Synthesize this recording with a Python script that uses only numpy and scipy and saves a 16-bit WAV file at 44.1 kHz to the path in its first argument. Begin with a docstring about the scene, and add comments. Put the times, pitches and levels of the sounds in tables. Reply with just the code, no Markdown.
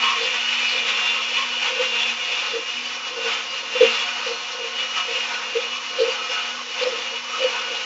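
"""A countertop blender in a small kitchen, already running, while liquid is poured slowly into its jar.
From the first moment the motor whines and wavers over its hum (sines locked to one gliding shaft), and the
blades churn, rasp and hiss in surges (random clicks ringing resonances). Soon splats hit the jar wall, air
pockets knock in hollow modes and fine spray swishes up. The strongest gulp comes near the middle with the
biggest surge; hard knocks return near the end, where the bite between surges is weakest."""
import sys
import numpy as np
from scipy import signal
from scipy.fft import rfft, irfft
from scipy.io import wavfile
from scipy.ndimage import uniform_filter1d, minimum_filter1d

SR = 44100
rng = np.random.default_rng(int(sys.argv[2]) if len(sys.argv) > 2 else 0)


def store_pcm(level_fs):
    """Save levels as 16-bit WAV."""
    pcm = np.round(np.clip(level_fs, -1, 1) * 32767).astype(np.int16)
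    wavfile.write(sys.argv[1], SR, np.atleast_2d(pcm).T)


N = 346185

# Motor: turning points of the shaft speed as it sags and recovers: time_s, speed_turns_per_s
SHAFT_SPEED = [(0, 241.5), (.27, 235.3), (.57, 243), (1.1, 232.3), (1.45, 243.7), (1.8, 233.4), (2, 233.2),
               (2.27, 238.6), (2.54, 234.5), (2.94, 246.8), (3.22, 233.6), (3.52, 238), (3.82, 232.2),
               (4.13, 240.5), (4.29, 238.7), (4.45, 240.4), (4.62, 237.8), (4.83, 242.2), (5.52, 234.5),
               (5.81, 244), (6.01, 237), (6.18, 239.1), (6.35, 238.1), (6.63, 245), (6.85, 236.8),
               (7.02, 237), (7.25, 244.9), (7.63, 238.4), (7.85, 238.7)]
# Whine overtones: multiple_of_turn_rate, level_db (relative to the whine's law)
WHINE_ORDERS = [(11, -22), (12, 0.5), (18, -17)]
# How the housing passes the gliding whine: pitch_hz (of the 12th multiple), gain_db
HOUSING = [(2790, -2.5), (2800, -1.5), (2825, -2.5), (2845, -2), (2858, 0), (2878, -1.5), (2905, .5),
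           (2930, -7.5), (2963, -6)]
# Rotor hum: multiple_of_turn_rate, level_db
HUM_ORDERS = [(4, -58), (4.5, -50.5), (5, -60)]
# The base shaking on the counter, once a turn: time_s, level_db
SHAKING = [(0.0, -47), (.13, -49), (.24, -56), (.45, -50.5), (.65, -49.5), (.9, -53.5), (1.51, -49.5),
           (1.71, -58), (2.12, -45.5), (2.21, -60), (2.53, -56), (2.66, -60), (2.78, -47.5), (3.17, -62),
           (3.26, -52.5), (3.65, -62.5), (3.87, -42.5), (3.98, -53), (4.62, -60.5), (4.79, -51.5),
           (5.08, -55.5), (5.2, -54), (5.56, -57), (5.73, -51), (5.95, -58.5), (6.2, -54), (6.38, -58),
           (6.52, -49.5), (6.7, -55), (7.03, -56), (7.24, -52), (7.85, -57.5)]
# Broad drone of the base on the counter: frequency_hz, density_db_per_hz
DRONE_COLOUR = [(30, -44.5), (70, -61.5), (100, -35.5), (120, -7.5), (190, -8.5), (280, 2.5), (345, -7),
                (400, -15), (700, -9.5), (1500, -23)]

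# Blades: how hard they bite between surges, easing as the jar fills: time_s, bite_db
CALM_BITE = [(0.0, -0.3), (1.15, 4), (2.2, -2), (3.0, -8), (4.5, -8), (5.5, -5.5), (6.65, -9),
             (7.85, -12.6)]
# Surges as the vortex opens: crest_s, half_length_s, bite_rise_db, splashing_rise_db
SURGES = [(0.052, 0.073, 8, 6.5), (0.281, 0.077, 6, 4.5), (0.602, 0.11, 4.5, 3), (0.886, 0.021, 6.5, 3.5),
          (1, 0.077, 3.5, 5.5), (1.38, 0.034, 5, 3), (1.679, 0.048, 5.5, 7), (1.838, 0.029, 6, 6),
          (2.023, 0.071, 8, 3), (2.307, 0.075, 3.5, -1.8), (2.423, 0.083, 6, 6), (2.813, 0.118, 7, -1),
          (3.307, 0.075, 13, 8.5), (3.535, 0.056, 3, 0.5), (3.854, 0.085, 16.9, 9.5),
          (4.026, 0.062, 9.3, 4.5), (4.237, 0.1, 5.5, 5.5), (4.658, 0.024, 6, 1.5), (4.813, 0.043, 10, 3.5),
          (4.985, 0.033, 10, 7), (5.175, 0.074, 11.4, 2), (5.344, 0.086, 1.5, 6), (5.592, 0.061, 5, 1.5),
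          (5.755, 0.027, 6.5, 0.5), (6.11, 0.09, 6.7, 5), (6.387, 0.081, 10, 4), (6.812, 0.058, 9, 6),
          (7.01, 0.091, 10.5, 5), (7.181, 0.024, 8.5, 1), (7.396, 0.069, 10.5, 4.5),
          (7.556, 0.11, 9.5, 7.5), (7.81, 0.1, 10.4, 1.5)]
# How each sound follows the bite: level_db (at a bite of 0 dB), slope_db_per_db
WHINE_LAW = (-30.5, 0.56)
SPLASH_LAW = (-39.5, 0.2)
GRIND_LAW = (-30, 0.94)
RASP_LAW = (-39, 1.2)
SPRAY_LAW = (-33, 0.2)
# Ringing of the jar wall: frequency_hz, width_hz, level_db
SPLASH_MODES = [(730, 5.5, -0.5), (765, 10, -12.5), (842, 20, -4.5), (951, 26, -0.5), (1079, 7.6, 3),
                (1174, 78, -6.5), (1278, 14, 3), (1299, 22, -5.5), (1473, 24, 3), (1720, 10, -12)]
# Ringing of blades and coupling: frequency_hz, width_hz, level_db
GRIND_MODES = [(1890, 40, -12), (1960, 34, -8), (2089, 36, -10), (2207, 40, -8), (2337, 20, 1),
               (2387, 18, 1.5), (2445, 30, 3), (2543, 28, 2), (2617, 20, 2), (2659, 22, 0), (2855, 70, -6),
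               (3058, 26, 2), (3100, 28, -7)]
# Ringing of the rasping blades: frequency_hz, width_hz, level_db
RASP_MODES = [(3330, 24, -5), (3381, 26, 3), (3457, 18, 5.5), (3508, 26, 5), (3600, 50, -8), (3714, 50, -6),
              (3790, 36, -8)]
# High ringing of the jar under the spray: frequency_hz, width_hz, level_db
SPRAY_MODES = [(3919, 34, -1), (4059, 40, 1), (4242, 70, 1.5), (4365, 36, -1), (4479, 44, 1),
               (4576, 44, -1), (4748, 60, -1), (5114, 50, -2), (5255, 90, 0), (5523, 60, 0), (5631, 60, 1),
               (5846, 70, -2), (6040, 60, -3.5), (6298, 60, -4)]
# Broad colours around the ringing: frequency_hz, density_db_per_hz
SPLASH_COLOUR = [(200, -22), (330, -22.5), (650, -25.5), (850, -2.5), (1200, 1.5), (1600, -6), (1900, -3.5),
                 (2400, -4.5), (3500, -31.5)]
GRIND_COLOUR = [(1200, -27.5), (1800, -21.5), (2200, -7.5), (2500, 4.5), (2750, -9.5), (3000, 3),
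                (3200, -12.5), (3500, -10), (3800, -19.5), (4500, -27.5), (6000, -53)]
SPRAY_COLOUR = [(1500, -2), (2800, 11), (3500, 6.5), (4200, 2.5), (5000, 1.5), (5600, 3.5), (6300, -1),
                (7000, -6.5), (7600, -34.5)]
# Valleys where the jar wall radiates poorly: centre_hz, half_width_hz, gain_db
WALL_DIPS = [(2275, 35, -3), (2492, 16, -3.5), (2990, 30, -3), (3170, 45, -4.5), (3275, 25, -3.5),
             (3862, 25, -4), (4330, 22, -3)]

# Loose slopping beside the jar's modes: frequency_hz, density_db_per_hz
SLOP_COLOUR = [(260, -18.5), (320, -15), (390, -23.5), (455, 2), (490, 2.5), (540, 10), (620, -8),
               (750, -23.5)]
# Hollow modes of the filled jar: frequency_hz, level_db, t60_s, polarity (1 or -1)
JAR_MODES = [(315, -13, .11, 1), (348, -9, .11, 1), (404, -21, .12, 1), (463, .5, .14, 1),
             (516, 0, .135, -1), (562, -19, .11, -1), (640, -27, .07, -1)]
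# Liquid flung against the jar wall: crest_s, level_db, half_length_s, pitch_hz
SPLATS = [(0.092, -22.5, 0.059, 1090), (1.18, -30.5, 0.033, 1115), (1.421, -27, 0.032, 1070),
          (4.99, -31, 0.025, 1080), (5.756, -32, 0.032, 1120), (6.214, -31, 0.051, 1290),
          (6.379, -27, 0.032, 1355), (6.593, -33, 0.022, 1110), (7.36, -23.5, 0.021, 1260)]
# Colour of a splat: multiple_of_its_pitch, density_db_per_hz
SPLAT_COLOUR = [(.64, -27), (.86, -6.5), (1, 9), (1.16, -3), (1.36, -22)]
# Air gulped at the blades: centre_s, level_db, pitch_hz, rebound_delay_s, rebound_db (relative to the gulp)
GULPS = [(0.2098, -29, 485, 0.017, -10), (0.72, -31.5, 560, 0.0253, 1.5), (1.6997, -27.5, 550, 0.027, -6),
         (1.7936, -19, 540, 0.012, -1), (1.9246, -36, 500, 0.025, 1), (2.5357, -23.5, 440, 0.0151, 0),
         (2.5636, -26, 454, 0.016, 1.5), (3.1633, -30.5, 464, 0.017, 3), (3.2431, -29, 506, 0.015, 3),
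         (3.7508, -21, 525, 0.012, -5), (3.808, -6.5, 480, 0.018, 0), (4.2633, -29, 484, 0.028, -2.4),
         (4.3082, -31, 486, 0.0167, .7), (4.594, -30, 513, 0.015, -4), (4.6401, -33, 510, 0.0151, -5),
         (5.0836, -31, 490, 0.015, -13), (5.149, -32, 505, 0.016, -3), (5.5519, -20, 473, 0.009, 3.5),
         (5.5859, -21.5, 523, 0.0147, -10.5), (5.9865, -16, 566, 0.023, 3),
         (6.0004, -15, 457, 0.0221, -1.5), (6.0603, -22.5, 490, 0.019, 4), (6.297, -29, 535, 0.0233, -20),
         (6.8118, -19, 567, 0.014, 0.5), (6.8556, -14, 594, 0.012, 0), (6.9222, -25.5, 443, 0.015, -13),
         (6.966, -35, 520, 0.017, -9), (7.4032, -12.5, 622, 0.015, -1), (7.4432, -9.5, 575, 0.012, -14),
         (7.12, -38, 503, 0.013, -0.5), (7.6996, -27.5, 550, 0.016, -5)]
# Fans of spray up the jar wall: crest_s, level_db, half_length_s
SWISHES = [(0.235, -30.5, .02), (0.703, -29, 0.028), (2.484, -35, 0.044), (4.27, -36.5, 0.046),
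           (3.942, -33, 0.033), (6.01, -32, 0.025), (6.834, -30, 0.013)]
# Colour of a swish: frequency_hz, density_db_per_hz
SWISH_COLOUR = [(3000, -12), (4200, 1.5), (5000, -5.5), (6500, -20.5)]

# Whine: slow swelling, faster flicker of each overtone, and depth of the fast uneven tremor
WHINE_WAVER_DB, WHINE_FLICKER_DB, WHINE_ROUGHNESS = .6, 1.1, .15
COUPLING_HZ, COUPLING_WIDTH_HZ, RATTLE_DB = 719, 8.2, -47
MAINS_HZ = 120

# Chance flicker of the bite, the pelting and the hiss
BITE_FLICKER_DB, PELTING_FLICKER_DB, HISS_FLICKER_DB = .45, .85, .6
BLADE_THROB = 0.15  # depth of the pelting's pulse, six times a turn
GRIND_WANDER_DB = 2.8  # how unevenly the shifting liquid drives the blade modes
RASP_DB_PER_SAG = .4  # dB for each turn per s that the motor sags
SPRAY_PER_SPLASH = 0.21  # dB of hiss per dB of splashing
SPRAY_PER_SWELL_DB = -9  # hiss thrown up by a gulp, relative to its swell
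SPRAY_RING_DB = -9.5  # ringing, relative to the broad mist

# Slopping: level at rest, dB for each turn per s of sag, loose share, chance flicker
SLOP_DB, SLOP_DB_PER_SAG, LOOSE_SLOP_DB, SLOP_FLICKER_DB = -44, 0.46, -2, 1.6
# Swell after a gulp: level for a 0 dB gulp, dB per dB of gulp, delay, half-length
SWELL_DB, SWELL_FOLLOWS, SWELL_LAG_S, SWELL_S = -30, 0.38, 0.019, 0.039
SPLAT_DB = -2  # offset of all the splats
# Half-length of a 0 dB gulp; dB of length gained per dB of level lost
GULP_S, ABRUPTNESS = .007, .13
REBOUND_PITCH = 0.941  # share of the gulp's pitch

CEILING, CUTOFF_HZ = .95, 7520  # limiter ceiling (full scale 1) and top of the band


def from_db(db):
    """Decibels to gain."""
    return 10 ** (np.asarray(db) / 20)


def rms_one(x):
    """Scale to unit rms."""
    return x / np.sqrt(np.mean(x ** 2) + 1e-20)


def in_time(rows):
    """Join the points of a time, value table by straight lines, sample by sample."""
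    s, values = np.transpose(rows)
    return np.interp(np.arange(N) / SR, s, values)


def eased(rows):
    """Glide smoothly from each turning point to the next."""
    s, values = np.transpose(rows)
    steps = np.arange(len(s))
    part, whole = np.modf(np.interp(np.arange(N) / SR, s, steps))
    return np.interp(whole + (1 - np.cos(np.pi * part)) / 2, steps, values)


def swell(s, length):
    """A smooth rise and fall around time s; height 1."""
    return np.exp(-np.minimum(((np.arange(N) / SR - s) / length) ** 2 / 2, 20))


def drift(rate_hz, size=4096):
    """Smooth chance that changes about `rate_hz` times a second; spread 1."""
    hz = np.arange(size // 2 + 1) * SR / N
    slow = irfft(rfft(rng.standard_normal(size)) / (1 + (hz / rate_hz) ** 2), size)
    return np.interp(np.linspace(0, size - 1, N), np.arange(size), rms_one(slow))


def grains(per_s, spread_db):
    """Random clicks of uneven size and sign, like separate drops; rms 1."""
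    sizes = from_db(spread_db * np.minimum(rng.exponential(1, N), 4))
    signed = sizes * rng.choice([-1, 1], N)
    return rms_one(signed * (rng.random(N) < per_s / SR))


def coloured(x, spectrum):
    """Give x a broad spectrum that falls away past its ends; rms 1."""
    hz = np.arange(1, N // 2 + 2) * SR / N
    at, db = np.transpose(spectrum)
    skirts = np.minimum(1, np.minimum(hz / at[0], at[-1] / hz)) ** 2
    gain = from_db(np.interp(np.log(hz), np.log(at), db))
    return rms_one(irfft(rfft(x) * skirts * gain, N))


def resonate(x, modes, wander_db=0):
    """Parallel resonances, each driven more or less as the liquid shifts; rms 1."""
    out = 0
    for hz, width, db in modes:
        r = np.exp(-np.pi * width / SR)
        poles = [1, -2 * r * np.cos(2 * np.pi * hz / SR), r * r]
        ring = signal.lfilter([1 - r, 0, r - 1], poles, x)
        out = out + from_db(db + wander_db * drift(7.2)) * ring
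    return rms_one(out)


def follow(law, bite_db):
    """Gain of a sound that grows with the bite of the blades."""
    db, slope = law
    return from_db(db + slope * bite_db)


def kitchen(x, t60, wet_db):
    """Direct sound plus the dense, dying reflections of cupboards and walls."""
    t = np.arange(SR // 2) / SR
    tail = rng.standard_normal(len(t)) * from_db(-60 * t / t60) * (t > .004)
    reflections = signal.fftconvolve(x, tail / np.linalg.norm(tail))[:N]
    wet = from_db(wet_db)
    return (x + wet * reflections) / np.sqrt(1 + wet ** 2)


def tones(turns, orders, flutter_db, flutter_rate):
    """Sines at multiples of the shaft's turning, each fluttering in strength."""
    out = 0
    for order, db in orders:
        sine = np.sin(2 * np.pi * order * turns)
        out = out + from_db(db) * rms_one(sine * from_db(flutter_db * drift(flutter_rate)))
    return out


def motor_whine(per_s, turns, bite_db):
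    """High overtones of the shaft grow with the bite, pass the housing and echo in the kitchen."""
    housing = from_db(np.interp(12 * per_s, *np.transpose(HOUSING)))
    level = follow(WHINE_LAW, bite_db) * housing * from_db(WHINE_WAVER_DB * drift(9.8))
    tremor = rms_one(1 + WHINE_ROUGHNESS * drift(74))
    whine = level * tones(turns, WHINE_ORDERS, WHINE_FLICKER_DB, flutter_rate=40)
    return kitchen(whine * tremor, t60=.3, wet_db=-7.5)


def base_shaking(turns):
    """The base shakes on the counter once a turn."""
    return from_db(in_time(SHAKING)) * rms_one(np.sin(2 * np.pi * turns) * from_db(1.4 * drift(6)))


def coupling_rattle(per_s, turns):
    """The coupling rattles three times a turn, loudest when that meets its resonance."""
    in_tune = 1 / np.hypot(1, 2 * (3 * per_s - COUPLING_HZ) / COUPLING_WIDTH_HZ)
    rattle = rms_one(np.sin(6 * np.pi * turns) * from_db(3.1 * drift(11)))
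    return from_db(RATTLE_DB) * in_tune * rattle


def mains_and_drone():
    """A steady mains tone over noise coloured as the base droning on the counter."""
    mains = from_db(-71.5) * np.sin(2 * np.pi * MAINS_HZ * np.arange(N) / SR)
    drone = from_db(-61.0 + 1.8 * drift(12)) * coloured(rng.standard_normal(N), DRONE_COLOUR)
    return mains + drone


def motor(per_s, turns, bite_db):
    """Whine, shaking, rattle and rotor hum over the mains tone and the drone of the base."""
    hum = tones(turns, HUM_ORDERS, flutter_db=3.5, flutter_rate=9)
    return (motor_whine(per_s, turns, bite_db) + base_shaking(turns) + coupling_rattle(per_s, turns)
            + hum + mains_and_drone())


def hail(per_s, pelting):
    """Drops and collapsing cavities pelt jar and blades, in flurries and in step with the shaft."""
    return grains(per_s, spread_db=2.0) * pelting


def splashing(pelting):
    """Pelting rings the jar wall, over a broad splash."""
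    ringing = resonate(hail(5000, pelting), SPLASH_MODES, wander_db=2.15)
    return ringing + from_db(-0.5) * coloured(hail(8000, pelting), SPLASH_COLOUR)


def grinding(pelting):
    """Pelting rings the blades and coupling, over a broad grind."""
    ringing = resonate(hail(7000, pelting), GRIND_MODES, wander_db=GRIND_WANDER_DB)
    broad = coloured(hail(12000, pelting), GRIND_COLOUR)
    return from_db(-2.0) * ringing + from_db(-4.0) * broad


def rasping(pelting, sag):
    """Higher blade modes ring harder as the motor sags."""
    return from_db(RASP_DB_PER_SAG * sag) * resonate(hail(7000, pelting), RASP_MODES, wander_db=4.5)


def spraying(pelting, bite_db, splashing_db, stirred):
    """Dense fine drops hiss and ring the jar, following bite and splashing; gulps add hiss."""
    churned = follow(SPRAY_LAW, bite_db) * from_db(SPRAY_PER_SPLASH * splashing_db)
    level = np.hypot(churned, from_db(SPRAY_PER_SWELL_DB) * stirred)
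    mist = coloured(hail(20000, pelting), SPRAY_COLOUR)
    ringing = resonate(grains(5000, spread_db=2.0), SPRAY_MODES, wander_db=6.0)
    return level * from_db(HISS_FLICKER_DB * drift(18)) * (mist + from_db(SPRAY_RING_DB) * ringing)


def through_wall(x):
    """The jar wall holds back the bands between its resonances."""
    hz = np.arange(N // 2 + 1) * SR / N
    db = sum(gain_db * np.exp(-((hz - centre) / width) ** 2 / 2) for centre, width, gain_db in WALL_DIPS)
    return irfft(rfft(x) * from_db(db), N)


def blades(turns, sag, bite_db, splashing_db, stirred):
    """Splash, grind, rasp and spray share one pulsing pelting and are heard through the jar wall."""
    throb = 1 + BLADE_THROB * np.cos(12 * np.pi * turns)
    pelting = rms_one(from_db(PELTING_FLICKER_DB * drift(15.0)) * throb)
    # splashing follows the bite between surges, and rises by its own amount in each surge
    splash_level = follow(SPLASH_LAW, in_time(CALM_BITE)) * from_db(splashing_db)
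    churn = splash_level * splashing(pelting)
    churn = churn + follow(GRIND_LAW, bite_db) * grinding(pelting)
    churn = churn + follow(RASP_LAW, bite_db) * rasping(pelting, sag)
    return through_wall(churn + spraying(pelting, bite_db, splashing_db, stirred))


def jar(clicks):
    """Hollow modes; the two main ones start opposed, so a knock swells and then throbs as they beat."""
    out = 0
    for hz, db, t60, polarity in JAR_MODES:
        r, w = from_db(-60 / (t60 * SR)), 2 * np.pi * hz / SR
        ring = signal.lfilter([0, np.sin(w)], [1, -2 * r * np.cos(w), r * r], clicks + 1e-18)
        out = out + polarity * from_db(db) * ring
    return out


def stirring():
    """Each gulp stirs up a short swell in the liquid; the strongest at each moment counts."""
    swells = [from_db(SWELL_DB + SWELL_FOLLOWS * db) * swell(s + SWELL_LAG_S, SWELL_S)
              for s, db, *_ in GULPS]
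    return np.max(swells, axis=0)


def slopping(sag, stirred):
    """Liquid slops in the jar, louder as the motor labours and after each gulp."""
    hollow = rms_one(jar(np.diff(grains(400, spread_db=2.5), prepend=0)))
    loose = from_db(LOOSE_SLOP_DB) * coloured(grains(600, spread_db=4.0), SLOP_COLOUR)
    level = np.hypot(from_db(SLOP_DB + SLOP_DB_PER_SAG * sag), stirred)
    return level * rms_one((hollow + loose) * from_db(SLOP_FLICKER_DB * drift(8.2)))


def splats():
    """Now and then a sheet of liquid rattles the jar wall; where it lands sets the pitch."""
    ringing = resonate(grains(6600, spread_db=-5.0), SPLASH_MODES)
    out = 0
    for s, db, length, hz in SPLATS:
        colour = [(hz * multiple, level) for multiple, level in SPLAT_COLOUR]
        out = out + from_db(db) * swell(s, length) * coloured(ringing, colour)
    return from_db(SPLAT_DB) * out


def pulsation(s, db, hz):
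    """A pocket of air pulsates for a few cycles, a strong one more abruptly."""
    push, t = np.zeros(N), np.arange(N) / SR - s
    half_length = GULP_S * from_db(-ABRUPTNESS * db)
    near = np.abs(t) < half_length
    shape = np.cos(np.pi / 2 * t[near] / half_length) ** 4
    push[near] = from_db(db) * 2 * shape / shape.sum() * np.cos(2 * np.pi * hz * t[near])
    return push


def gulps():
    """Each pocket and its one rebound knock in the hollow jar, with a little kitchen around them."""
    push = 0
    for s, db, hz, delay, rebound_db in GULPS:
        push = push + pulsation(s, db, hz) + pulsation(s + delay, db + rebound_db, hz * REBOUND_PITCH)
    return kitchen(from_db(2.1) * jar(push), t60=.3, wet_db=-17)


def without_bass(x):
    """A jar this small radiates no bass."""
    return signal.sosfilt(signal.butter(4, 200, "high", fs=SR, output="sos"), x)


def swishes():
    """A burst of fine drops sweeps the jar wall."""
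    force = sum(from_db(db) * swell(s, length) for s, db, length in SWISHES)
    return force * coloured(grains(12000, spread_db=5.0), SWISH_COLOUR)


def scene():
    """One shaft drives the motor's tones and the churning; the surging bite sets how loud they are."""
    per_s = eased(SHAFT_SPEED)
    sag = per_s.mean() - per_s  # turns per s below the average
    turns = np.cumsum(per_s * (1 + drift(30) / 1400)) / SR  # with a slight chance unsteadiness
    bite_db, splashing_db = in_time(CALM_BITE) + BITE_FLICKER_DB * drift(36), 0
    for s, length, bite_rise_db, splash_rise_db in SURGES:
        surge = swell(s, length)
        bite_db = bite_db + bite_rise_db * surge
        splashing_db = splashing_db + splash_rise_db * surge
    stirred = stirring()
    machine = motor(per_s, turns, bite_db) + blades(turns, sag, bite_db, splashing_db, stirred)
    hollow = without_bass(slopping(sag, stirred) + gulps())
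    return (machine + hollow + splats() + swishes())[None]


def record(dry):
    """A narrow-band microphone chain: no deep bass, a quick limiter, and the top cut off."""
    thin = signal.sosfilt(signal.butter(2, 75, "high", fs=SR, output="sos"), dry)
    allowed = CEILING / np.maximum(np.abs(thin), CEILING)
    # hold the lowest gain over 10 ms, then smooth it over 5 ms
    gain = uniform_filter1d(minimum_filter1d(allowed, size=441), size=221)
    return signal.sosfilt(signal.ellip(10, .2, 70, CUTOFF_HZ, fs=SR, output="sos"), thin * gain)


dry = scene()
out = record(dry)
store_pcm(out)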